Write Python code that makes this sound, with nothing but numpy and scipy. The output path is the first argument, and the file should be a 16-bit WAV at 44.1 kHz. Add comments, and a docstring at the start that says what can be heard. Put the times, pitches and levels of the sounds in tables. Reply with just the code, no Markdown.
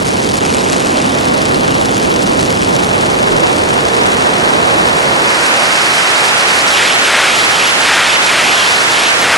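"""A camera on the wing of a small aerobatic plane that gathers speed in a manoeuvre.
At first, turbulence overloads the two microphone ports in a growl, with buffeting and a hollow moan;
the propeller chops the hiss into a crackling buzz over the engine's drone.
From about 3 s the airspeed grows and the growl climbs to a roar. Near 5 s the flow turns smooth:
the buffeting drops and the wind buries buzz and drone. From about 7 s, swishes narrow the sound."""
import sys
import numpy as np
from scipy import signal
from scipy.fft import rfft, irfft, next_fast_len
from scipy.io import wavfile

SR = 44100
rng = np.random.default_rng(int(sys.argv[2]) if len(sys.argv) > 2 else 0)


def transcribe(u):
    """Save the signal u as a 16-bit wav file named by the first command-line argument.

    u: samples, shape (n,) or (channels, n), limited to [-1, 1]; the rate is SR.
    q: integer samples, one column per channel.
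    """
    v = np.clip(np.atleast_2d(u).T, -1, 1)
    q = np.round(v * 32767).astype(np.int16)
    wavfile.write(sys.argv[1], SR, q)


N = 413216
TIME = np.arange(N) / SR


def from_db(db):
    """Decibels to gain."""
    return 10 ** (np.asarray(db) / 20)


def unit_rms(x):
    """Scale to rms 1."""
    return x / np.sqrt(np.mean(x ** 2) + 1e-20)


def curves(rows):
    """Each column of a time table, at every sample."""
    times, *columns = np.transpose(rows)
    return [np.interp(TIME, times, c) for c in columns]


def gains(rows, freqs):
    """Each dB column of a spectrum as gains, interpolated over log frequency."""
    knots, *columns = np.transpose(rows)
    return [from_db(np.interp(np.log(freqs + 1e-9), np.log(knots), c)) for c in columns]


def colour(x, spectrum):
    """Filter by a spectrum table; rms 1."""
    size = next_fast_len(N)
    gain, = gains(spectrum, np.fft.rfftfreq(size, 1 / SR))
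    return unit_rms(irfft(rfft(x, size) * gain, size)[..., :N])


def high_pass(x, hz):
    """Second-order bass cut."""
    return signal.sosfilt(signal.butter(2, hz, "high", fs=SR, output="sos"), x)


def drift(rate_hz):
    """Random curve with rate_hz knots a second; rms 1."""
    knots = rng.standard_normal(N)
    return unit_rms(np.interp(TIME * rate_hz, np.arange(N), knots))


def flutter(rate_hz, slowest_hz):
    """Drift without slow swells, peaks capped."""
    return np.minimum(unit_rms(high_pass(drift(rate_hz), slowest_hz)), 1.5)


# Thud spectrum: (frequency [Hz], relative density [dB])
THUD_SPECTRUM = [(12, -3), (25, -2), (45, 1), (90, -8), (300, -35), (1500, -70)]

def thuds(smooth):
    """Deep, uneven thuds of air, separate at each port, weaker in smooth flow."""
    lumps = rng.standard_normal((2, N)) * from_db(7 * drift(9))
    return from_db(-45 - 17 * smooth) * colour(lumps, THUD_SPECTRUM)


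# Engine tones: (frequency [x crank rate], relative level [dB])
DRONE_ORDERS = [(2, -7.5), (3, -8), (4, -7), (6, -5.5), (9, -14)]
# Drone envelope: (time [s], gain [dB])
DRONE_GAIN = [(.3, -28), (.6, -30), (2.5, -29), (4.5, -33.5), (5.6, -46)]

def engine_drone(crank_turns, waver_rad=.41):
    """Firing and blade tones of four cylinders and three blades, wavering across the slipstream."""
    gain_db, = curves(DRONE_GAIN)
    tones = sum(from_db(db) * np.sin(2 * np.pi * order * crank_turns + waver_rad * drift(8.3))
                for order, db in DRONE_ORDERS)
    return np.sqrt(2) * from_db(gain_db) * tones


# Moan band: (time [s], centre [Hz], level [dB])
MOAN_TRACK = [(0, 300, -33), (.9, 265, -22.5), (1.6, 259.8, -30), (2.4, 300, -34), (3, 460.6, -30),
              (4.6, 465.4, -28), (5.3, 570.2, -30.5), (6.3, 620, -40)]

def moan(width_hz=110):
    """Eddies shed by the camera body give a hollow, unsteady moan."""
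    centre_hz, level_db = curves(MOAN_TRACK)
    phase = 2 * np.pi * np.cumsum(centre_hz) / SR
    return from_db(level_db) * (drift(width_hz) * np.cos(phase) + drift(width_hz) * np.sin(phase))


# Buffeting spectrum: (frequency [Hz], relative density [dB])
BUFFET_SPECTRUM = [(15, -14), (35, -22), (80, -3.5), (130, -1), (230, 1), (500, -28), (1500, -31.5)]
# Buffeting at cruise speed: (time [s], level [dB])
BUFFET_AT_CRUISE = [(0, -26), (.55, -26), (.8, -27.5), (1.35, -28), (1.7, -24.5), (3, -25.5), (4.4, -30),
                    (5, -24)]

def buffeting(eddy_hz, smooth, cruise_hz=700):
    """Slow, lumpy pressure swings shake the camera, less in fast or smooth air."""
    cruise_db, = curves(BUFFET_AT_CRUISE)
    level_db = cruise_db - 4 * np.log2(eddy_hz / cruise_hz) - 9.5 * smooth
    return colour(rng.standard_normal(N), BUFFET_SPECTRUM) * from_db(level_db + drift(12))


# Buzz spectrum: (frequency [Hz], relative density [dB])
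BUZZ_SPECTRUM = [(500, -4.5), (1650, -2), (2600, 1.6), (4300, 1.7), (6500, 0), (9000, -3), (11700, -11.5)]
# Buzz envelope: (time [s], level [dB])
BUZZ_ENVELOPE = [(0, -23), (.7, -21), (1.3, -24.5), (2.7, -23), (3.2, -25.5), (4.1, -25), (5, -27),
                 (9.37, -24)]

def propeller_buzz(crank_turns, ticks_per_s=320, ticks_db=-4.2):
    """Each blade throws a ragged burst of hiss; sharp ticks crowd around the bursts."""
    level_db = curves(BUZZ_ENVELOPE)[0] + 1.45 * flutter(85, slowest_hz=8)
    blade_passes = 3 * crank_turns + .07 * drift(110)
    strength = from_db(3.2 * flutter(170, slowest_hz=18))
    pulse = np.exp(-.5 * ((blade_passes % 1 - .5) / .125) ** 2)
    chop = np.hypot(.29, strength * pulse)   # floor between blades
    grain = from_db(3.3 * np.minimum(drift(1500), 1.8))
    bursts = unit_rms(chop * grain * rng.standard_normal(N))
    tick_chance = ticks_per_s / SR * unit_rms(np.sqrt(chop))
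    impulses = (rng.random(N) < tick_chance) * rng.uniform(.3, 1, N)
    ticks = unit_rms(signal.lfilter([1], [1, -.9], impulses) * rng.standard_normal(N))
    return from_db(level_db) * colour(bursts + from_db(ticks_db) * ticks, BUZZ_SPECTRUM)


# Hiss spectrum: (frequency [Hz], relative density [dB])
HISS_SPECTRUM = [(900, -26), (1400, 4), (1900, 5.5), (2800, 1.2), (3700, -4), (5000, -3), (8000, -6.5),
                 (11700, -13.8)]

def hiss(eddy_hz, onset_hz=682, side_share=.56):
    """Fast air tears into a fine, wide hiss whose power grows with the airspeed above an onset."""
    excess = np.maximum(eddy_hz / onset_hz - 1, 0)
    gain = np.sqrt(excess ** 1.12) * from_db(-17.5 + .5 * drift(25))
    grainy = rng.standard_normal((2, N)) * from_db(-.6 * drift(2000))
    mid, side = colour(grainy, HISS_SPECTRUM)
    return gain * (np.sqrt(1 - side_share) * mid + np.sqrt(side_share) * np.array([side, -side]))


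# Turbulence spectrum: (frequency [x eddy rate], in phase [dB], opposed [dB], left minus right [dB])
EDDY_SPECTRUM = [(.02, -66, -87, 0), (.05, -58, -86, -3), (.1, -53, -66, -3), (.2, -47.5, -53.5, 0.5),
                 (.38, -45, -47, -5.5), (.7, -47.7, -42, -6), (1.1, -53.5, -42, -3.5),
                 (1.5, -55, -44.5, -0.6), (2.2, -61.5, -49, 0.5), (4, -65.5, -54, -0.5), (8, -64, -67.5, 9)]
# Roar envelope: (time [s], level [dB])
ROAR_ENVELOPE = [(0, -13), (1, -11), (1.7, -10.5), (2.4, -11), (3.8, -10), (4.7, -9), (9.37, -9)]

def roar(eddy_hz, gust_share=.045, top_hz=4360):
    """A frozen pattern of eddies is carried past the ports: faster air plays it higher."""
    size, samples_per_eddy = 2 ** 19, 32
    level_db = curves(ROAR_ENVELOPE)[0] + .37 * drift(14)
    gusty_hz = eddy_hz * np.exp(gust_share * drift(10))
    in_phase, opposed, balance = gains(EDDY_SPECTRUM, np.fft.rfftfreq(size, 1 / samples_per_eddy))
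    mid, side = rfft(rng.standard_normal((2, size)))
    # Large eddies press on both ports alike; small ones push one and pull the other.
    left = (mid * in_phase + side * opposed) * np.sqrt(balance)
    right = (mid * in_phase - side * opposed) / np.sqrt(balance)
    pattern = unit_rms(irfft(np.array([left, right])))
    position = np.cumsum(gusty_hz) / SR * samples_per_eddy
    ports = np.array([np.interp(position, np.arange(size), channel) for channel in pattern])
    return from_db(level_db) * signal.sosfilt(signal.butter(3, top_hz, fs=SR, output="sos"), ports)


def overload(ports, treble, tearing, ceiling=.33, drive_db=3, choke_share=.6):
    """The common pressure saturates; each crest chokes the treble and the torn port difference."""
    mid = ports.mean(axis=0)
    swing = np.tanh(from_db(drive_db) * mid / ceiling)
    choked = (1 - choke_share * swing ** 2) * (tearing * (ports - mid) + treble)
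    return ceiling * swing + high_pass(choked, hz=71)   # long waves reach both ports alike


def thin_bass(x, smooth):
    """The deep bass falls away as the flow turns smooth."""
    return (1 - smooth) * high_pass(x, hz=28) + smooth * high_pass(x, hz=58)


# Upper edge of the stereo width at rest: (time [s], frequency [Hz])
RESTING_EDGE = [(.3, 3450), (.45, 2400), (1, 2440), (1.2, 3300), (1.5, 3400), (1.7, 2800), (2, 2870),
                (2.3, 3630), (2.7, 3051), (3.1, 4000)]
# Swishes: (time [s], depth [0-1], hold [s])
SWISH_EVENTS = [(6.799, 0.55, .07), (7.111, 0.97, 0.086), (7.567, 0.42, 0.08), (7.905, 0.98, 0.077),
                (8.33, 0.74, 0.07), (8.55, 0.32, 0.08), (8.984, 0.49, 0.05), (9.27, 1, 0.095)]

def swish_edge_hz(attack_s=.079, release_s=.17, lowest_hz=149):
    """Edge above which the sound is centred; each swish pulls it down."""
    rest_hz, = curves(RESTING_EDGE)
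    pull = np.zeros(N)
    for at_s, depth, hold_s in SWISH_EVENTS:
        early = np.maximum(at_s - TIME, 0) / attack_s
        late = np.maximum(TIME - at_s - hold_s, 0) / release_s
        pull = np.maximum(pull, depth * np.exp(-early - late))
    return rest_hz * (1 - pull) + lowest_hz * pull


# Brief spreads of the hiss to both sides: (time [s], length [s])
SPREAD_EVENTS = [(4.04, 0.062), (5.526, 0.062), (6.13, 0.036), (6.34, 0.092), (6.457, 0.053),
                 (6.644, 0.052), (6.99, 0.099), (7.479, 0.056), (7.757, 0.13), (8.199, 0.094),
                 (8.871, 0.058), (9.149, 0.14)]

def narrow(x, smooth, size=512):
    """Above a ragged edge the width folds into the centre, louder in smooth air; spreads reopen it."""
    spread = sum(np.exp(-np.abs(2.2 * (TIME - at_s) / length_s) ** 3) for at_s, length_s in SPREAD_EVENTS)
    freqs, times, (left, right) = signal.stft(x, SR, nperseg=size)
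    edge_hz = np.interp(times, TIME, swish_edge_hz()) * np.exp(.08 * rng.standard_normal(len(times)))
    wide = np.maximum(freqs[:, None] < edge_hz, np.interp(times, TIME, np.clip(spread, 0, 1)))
    folded_share = np.interp(times, TIME, .5 + .5 * smooth) * (1 - wide)
    mid, side = (left + right) / 2, (left - right) / 2
    mid = mid + 1j * np.sqrt(folded_share) * side   # in quadrature: nothing cancels
    side = np.sqrt(wide) * side
    return signal.istft(np.array([mid + side, mid - side]), SR, nperseg=size)[1][:, :N]


# Dropouts: (time [s], drop [dB])
DROPOUTS = [(.04, 5), (.326, 4), (.399, 7), (1.733, 2), (2.586, 4)]

def dropouts(sigma_s=.0042):
    """Gain dips: the whole sound drops out for an instant."""
    return from_db(-sum(db * np.exp(-.5 * ((TIME - at_s) / sigma_s) ** 2) for at_s, db in DROPOUTS))


# Engine speed: (time [s], crank rate [Hz])
CRANK_RATE = [(.8, 45.4), (1.4, 44.75), (3.5, 44.8), (4.3, 43.8)]
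# Airspeed, as eddies passing the ports: (time [s], eddy rate [Hz])
EDDY_RATE = [(0, 661), (.55, 699.2), (1.15, 798.4), (1.7, 689.8), (2.8, 716), (3.8, 881), (5.22, 1132),
             (5.3, 1479), (5.9, 1832), (6.6, 2021), (8.6, 2122), (9.37, 1804)]

def scene():
    """Wind at the ports, with the engine behind it; the airspeed shifts the balance."""
    eddy_hz, = curves(EDDY_RATE)
    crank_turns = np.cumsum(curves(CRANK_RATE)[0]) / SR
    smooth = .5 + .5 * np.tanh((eddy_hz - 1130) / 80)   # 0 buffeting air, 1 smooth flow
    wind = roar(eddy_hz)
    tearing = from_db(2.4 * (1 - smooth) * np.minimum(drift(300), 2))
    rumble = buffeting(eddy_hz, smooth)
    treble = propeller_buzz(crank_turns) + hiss(eddy_hz)
    pressure = wind + rumble + engine_drone(crank_turns) + moan()
    ports = thin_bass(overload(pressure, treble, tearing), smooth)
    return dropouts() * narrow(ports + thuds(smooth), smooth)


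def record(dry, cutoff_hz=11650):
    """The highest peaks clip; a steep low-pass cuts the top."""
    clipped = np.clip(dry, -.98, .98)
    return signal.sosfilt(signal.ellip(12, .1, 70, cutoff_hz, fs=SR, output="sos"), clipped)


dry = scene()
out = record(dry)
transcribe(out)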